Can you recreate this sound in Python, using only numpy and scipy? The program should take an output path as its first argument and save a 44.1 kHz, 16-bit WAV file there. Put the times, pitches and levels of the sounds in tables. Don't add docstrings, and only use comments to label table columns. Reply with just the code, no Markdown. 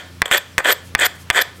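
import sys
import numpy as np
from scipy import signal
from scipy.io import wavfile
from scipy.ndimage import uniform_filter1d

SR = 44100
rng = np.random.default_rng(int(sys.argv[2]) if len(sys.argv) > 2 else 0)


def dump_mix(stems):
    frames = np.atleast_2d(stems).T
    limited = np.clip(frames, -1, 1)
    pcm = np.round(limited * 32767).astype(np.int16)
    wavfile.write(sys.argv[1], SR, pcm)


def natural_amplitude(level_db):
    exponent = np.asarray(level_db, float) / 20
    return 10 ** exponent


N = 70560
LEAD_IN = 11025

# pitch_hz, level_db (per Hz)
ROOM_TONE = [(18, -43), (30, -37.5), (98, -6), (568, -14), (719, -22), (820, -17.5), (1040, -16.5),
             (3130, -20), (15900, -34.5)]
ROOM_TONE_DB, PATCHY_DB = -47.5, 1.5

# time_s, level_db
DRONE_LEVEL = [(0, -52), (.1, -43), (.2, -39.5), (.3, -61.5), (.55, -43.5), (.68, -60), (.8, -44),
               (.93, -39), (1.02, -40.5), (1.12, -49.5), (1.26, -40.5), (1.36, -52), (1.5, -48.5),
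               (1.6, -43.5)]
DRONE_ORDERS = (1, 4 / 3, 5 / 3, 2, 3, 4, 5)
DRONE_ORDER_DB = (-1, -9.5, -14.5, -8, -13, -20, -23.5)
DRONE_HZ, DRONE_WAVER = 87, 0.012

# start_s, length_s, level_db
RUSTLES = [
    (0.059, 0.089, -91),
    (0.834, 0.066, -49),
    (1.146, 0.024, -49.5),
    (1.184, 0.061, -47.5),
    (1.55, 0.044, -51),
]
# lowest_hz, highest_hz
RUSTLE_BAND = (3500, 13000)

# pitch_hz, time_to_fall_60_db_s
ROOM_DECAY = [(250, 0.32), (660, 0.52), (1740, 0.41), (4590, 0.48), (8000, 0.36), (13000, .12)]
ROOM_DB = -22
DULL_HZ = 4000

# pitch_hz, width_hz, level_db
BODY_MODES = [(404, 255, -7), (566.6, 86, -5), (734, 55, -9), (961, 145, -7), (1204, 243, -4),
              (1491, 144, 0.5), (1777, 180, 5.5), (2116, 570, 2), (2458, 147, -2.5), (3148, 197, -1),
              (3420, 136, 0.5), (3558, 190, -3.5), (4630, 780, -14)]
# pitch_hz, width_hz, level_db
EDGE_MODES = [(5840, 2600, -9.5), (7150, 740, -1.5), (8016, 390, 0.5), (8360, 460, -2.5),
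              (10660, 330, -13.5), (11100, 210, -14.5), (11940, 260, -9.5), (15000, 2500, -16)]
# pitch_hz, width_hz, level_db
TIP_MODES = [(4170, 1430, -10.5), (7460, 900, -17.5), (9700, 3600, -15.5), (12058, 125, -4.5),
             (12150, 420, -10.5), (13800, 2000, -21.5)]
BODY_DB, EDGE_DB = 1.5, 4
LOW_TOP_HZ, UPPER_FROM_HZ, TOP_FROM_HZ = 1300, 2900, 4000

# start_s, peak_db, pitch_hz
KNOCKS = [
    (.2188, 1, 1850),
    (.3133, -11, 2100),
    (.5810, -1, 1950),
    (.9504, 0, 1900),
    (1.3016, 1, 2000),
]
# multiple of the pitch, level_db
KNOCK_TONES = [(.72, -8), (1.25, -9), (1.72, -12), (2.3, -16)]
# delay_s, level_db
NEAR_ECHOES = [(.0031, -13.5), (.0038, -24.5), (.0046, -17.5), (.0056, -15), (.0068, -13.5), (.0085, -19)]
KNOCK_DB, KNOCK_S = 12, 0.001
KNOCK_TICK_DB, THUMP_DB, KNOCK_EDGE_DB = -7.5, -67, -5.5

# time_s, pressure_db, sharpness_db
STROKES = [
    [(0.311, -12, -12), (0.349, -12, -13), (0.384, -23.5, -17)],
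    [(0.638, -33, -30), (0.646, -20, -4.5), (0.656, -12, -34), (0.666, -19, -13.5), (0.708, -11, -17),
     (0.73, -23, -11)],
    [(0.975, -46, -20), (0.981, -39, 5), (0.991, -13.5, -35), (0.999, -15, -17), (1.017, -8, -16),
     (1.055, -15.5, -18.5), (1.066, -18.5, -8.5)],
    [(1.322, -44, -1), (1.328, -28.5, -9), (1.358, -10, -16), (1.402, -13, -20), (1.424, -20, -24)],
]
# time_s, pressure_db, sharpness_db
SKIDS = [
    [(.25, -47, -16), (.258, -21, -5), (.266, -37, -5), (.3, -48.5, -13), (.31, -36.5, -7)],
    [(.583, -7.5, -19), (.595, -19.5, -12), (.606, -21, -20), (.614, -34, -32), (.618, -44, -5)],
]
# low_db, upper_db
GRIPS = [(-0.5, -3), (1.5, 2), (2, -0.5), (-1, -2.5), (-0.5, -3), (3, 3), (5, -12)]
EARLIER_END_S, EARLIER_DB = -0.0407, 3
LIFT_S = 0.0022
BRIGHTEN_DB = 10.5
# end_s, level_db, build_up_s
SLIPS = [
    (0.381, -14.5, 0.0084),
    (0.73, -13.5, 0.024),
    (1.0651, -10, 0.0096),
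    (1.4213, -12, 0.0073),
]
# start_s, peak_db, sharpness_db
CATCHES = [(.2570, -4.5, -10.5), (0.28, -16.5, -11), (0.2893, -36, -1), (0.305, -32, -7),
           (0.313, -9.5, -7.5), (0.3464, -6, -12), (0.5869, -6.5, -7), (.597, -13, -14), (.602, -6, -26),
           (.608, -13, -22), (0.647, -6, -29), (0.6573, -4.5, -17), (.991, -6, -9), (0.998, -18, 6.5),
           (1.306, -0.5, -39), (1.309, 3, -18), (1.373, -4.5, -15), (1.390, -5, -23)]
CATCH_DB, CATCH_S = 12.5, 0.00047
GRIT_PER_S, GRIT_SPREAD_DB = 2500, 3
JUDDER_DB, JUDDER_S = -0.5, 0.001
LOW_CUT_HZ = 300


def evened(x):
    return x / np.sqrt(np.mean(x ** 2) + 1e-20)


def read(points, hz):
    f, value = np.transpose(points)
    return np.interp(np.log(hz + 1), np.log(f + 1), value)


def add(mix, start_s, sound):
    part = mix[round(start_s * SR) + LEAD_IN:][:len(sound)]
    part += sound[:len(part)]


def air():
    frames, hz = N // 256 + 5, np.fft.rfftfreq(1024, 1 / SR)
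    real, imaginary, patches = rng.standard_normal((frames, 513, 3)).T
    patches = uniform_filter1d(patches, 30, 0)
    patches = evened(uniform_filter1d(patches, 10, 1))
    shape = natural_amplitude(read(ROOM_TONE, hz))
    spectrum = (real + 1j * imaginary) * shape[:, None] * natural_amplitude(PATCHY_DB * patches)
    hiss = signal.istft(spectrum, nperseg=1024, noverlap=768)[1][:N]
    low_share = np.sum(shape ** 2) / np.sum(shape[hz > 300] ** 2)
    return natural_amplitude(ROOM_TONE_DB) * np.sqrt(low_share) * evened(hiss)


def drone():
    t = np.arange(N) / SR
    waver = uniform_filter1d(rng.standard_normal(N), 3000)
    waver = evened(uniform_filter1d(waver, 3000))
    turns = np.cumsum(DRONE_HZ * (1 + DRONE_WAVER * waver)) / SR
    tones = np.zeros(N)
    for order, db in zip(DRONE_ORDERS, DRONE_ORDER_DB):
        tones += natural_amplitude(db) * np.sin(2 * np.pi * (order * turns + rng.random()))
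    return np.sqrt(2) * natural_amplitude(np.interp(t, *np.transpose(DRONE_LEVEL))) * tones


def rustle():
    t = np.arange(N) / SR
    swell = np.zeros(N)
    for start_s, length_s, db in RUSTLES:
        half = length_s / 2
        swell += natural_amplitude(db) * np.exp(-((t - start_s - half) / half) ** 2)
    band = signal.butter(2, RUSTLE_BAND, "bandpass", fs=SR, output="sos")
    return swell * evened(signal.sosfilt(band, rng.standard_normal(N)))


def dull(x):
    return signal.sosfilt(signal.butter(3, DULL_HZ, fs=SR, output="sos"), x)


def room(x):
    echoes = np.zeros(SR // 2)
    at = np.arange(300, SR // 2 - 20, 20)
    echoes[at + rng.integers(0, 20, len(at))] = rng.choice([-1., 1.], len(at))
    hz, t, spectrum = signal.stft(echoes, SR, nperseg=256)
    fading = natural_amplitude(-60 * t / read(ROOM_DECAY, hz)[:, None])
    tail = signal.istft(spectrum * fading, SR, nperseg=256)[1]
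    return signal.fftconvolve(x, tail / np.linalg.norm(tail))[:len(x)]


def ring(modes, from_hz=0, to_hz=np.inf):
    t = np.arange(3000) / SR
    each = []
    for k, (hz, width, db) in enumerate(modes):
        fading = np.sqrt(width) * np.exp(-np.pi * width * t)
        each.append((-1) ** k * natural_amplitude(db) * fading * np.sin(2 * np.pi * hz * t))
    each, hz = np.array(each), np.transpose(modes)[0]
    chosen = (hz >= from_hz) & (hz < to_hz)
    return each[chosen].sum(0) / np.linalg.norm(each.sum(0))


def knocks():
    out, t = np.zeros(N + LEAD_IN), np.arange(3000) / SR
    for start_s, db, hz in KNOCKS:
        tones = sum(natural_amplitude(d) * np.sin(2 * np.pi * k * hz * t) for k, d in [(1, 0), *KNOCK_TONES])
        blow = np.exp(-(t / KNOCK_S) ** 2) * tones
        blow += natural_amplitude(THUMP_DB) * np.exp(-t / 0.0005)
        blow += natural_amplitude(KNOCK_TICK_DB) * ring(BODY_MODES)
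        with_edge = blow + natural_amplitude(KNOCK_EDGE_DB) * ring(EDGE_MODES)
        add(out, start_s, natural_amplitude(db + KNOCK_DB) * with_edge)
        for delay_s, echo_db in NEAR_ECHOES:
            echo_s = start_s + delay_s * rng.uniform(0.9, 1.2)
            add(out, echo_s, -natural_amplitude(db + KNOCK_DB + echo_db) * dull(blow))
    return out


def grit(count):
    size_db = GRIT_SPREAD_DB * np.minimum(rng.exponential(1, count), 4)
    size = natural_amplitude(size_db) * rng.choice([-1., 1.], count)
    judder = evened(uniform_filter1d(rng.standard_normal(count), max(round(JUDDER_S * SR), 2)))
    happens = rng.random(count) < GRIT_PER_S / SR
    return evened(size * happens * natural_amplitude(JUDDER_DB * judder))


def catches(body, edge):
    t = np.arange(400) / SR
    bursts = rng.standard_normal((len(CATCHES), 400)) * np.exp(-t / CATCH_S)
    for (start_s, db, sharp_db), burst in zip(CATCHES, bursts):
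        add(body, start_s, natural_amplitude(db + CATCH_DB) * (t == 0))
        add(edge, start_s, natural_amplitude(db + CATCH_DB + sharp_db) * evened(burst) / 20)


def scrape():
    t = (np.arange(N + LEAD_IN) - LEAD_IN) / SR
    body, edge, tip, low_db, upper_db, along = np.zeros((6, N + LEAD_IN))
    last = np.array(STROKES[-1])
    earlier = last + [EARLIER_END_S - last[-1, 0], EARLIER_DB, 0]
    for rows, grip in zip([earlier, *STROKES, *SKIDS], GRIPS):
        s, press_db, sharp_db = np.transpose(rows)
        landed = np.clip((t - s[0]) / LIFT_S, 0, 1)
        touch = landed * np.clip((s[-1] - t) / LIFT_S + 1, 0, 1)
        body += touch * natural_amplitude(np.interp(t, s, press_db))
        edge += touch * natural_amplitude(np.interp(t, s, press_db + sharp_db))
        low_db[touch > 0], upper_db[touch > 0] = grip
        progress = np.clip((t - s[0]) / (s[-1] - s[0]), 0, 1)
        along += (touch > 0) * (progress - 0.5)
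    for end_s, db, build_s in [(EARLIER_END_S, *SLIPS[-1][1:]), *SLIPS]:
        tip += natural_amplitude(db) * np.exp(np.minimum(t - end_s, 0) / build_s) * (t < end_s)

    clicks, fine = grit(N + LEAD_IN), grit(N + LEAD_IN)
    body, edge, tip = body * clicks, edge * evened(clicks + fine), tip * fine
    catches(body, edge)

    low = ring(BODY_MODES, 0, LOW_TOP_HZ)
    upper = ring(BODY_MODES, UPPER_FROM_HZ, TOP_FROM_HZ)
    top = ring(BODY_MODES, TOP_FROM_HZ)
    middle = ring(BODY_MODES) - low - upper - top
    parts = [
        (body * natural_amplitude(low_db), low),
        (body, middle),
        (body * natural_amplitude(upper_db), upper),
        (body * natural_amplitude(BRIGHTEN_DB * along), top),
        (edge * natural_amplitude(EDGE_DB - BODY_DB), ring(EDGE_MODES)),
        (tip / natural_amplitude(BODY_DB), ring(TIP_MODES)),
    ]
    return natural_amplitude(BODY_DB) * sum(signal.oaconvolve(push, modes)[:N + LEAD_IN] for push, modes in parts)


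def scene():
    low_cut = signal.butter(2, LOW_CUT_HZ, "highpass", fs=SR, output="sos")
    rasp = signal.sosfilt(low_cut, scrape())
    blows = knocks()
    echo = natural_amplitude(ROOM_DB) * room(rasp + dull(blows))
    stones = (rasp + blows + echo)[LEAD_IN:]
    return (stones + air() + drone() + rustle())[None]


def roll_off(x):
    return signal.sosfilt(signal.butter(12, 16080, fs=SR, output="sos"), x)


def record(dry):
    duck_from_db, duck_share, recover_db_per_s = -11, 0.56, 177
    power_db = 10 * np.log10(abs(uniform_filter1d(dry[0] ** 2, 100, origin=49)) + 1e-12)
    fall = np.arange(N) * recover_db_per_s / SR
    held_db = np.maximum.accumulate(power_db + fall) - fall
    over_db = np.maximum(held_db - duck_from_db, 0)
    ducked = dry / natural_amplitude(duck_share * uniform_filter1d(over_db, size=160, origin=79))
    return roll_off(np.clip(ducked, -1, 1))


dry = scene()
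out = record(dry)
dump_mix(out)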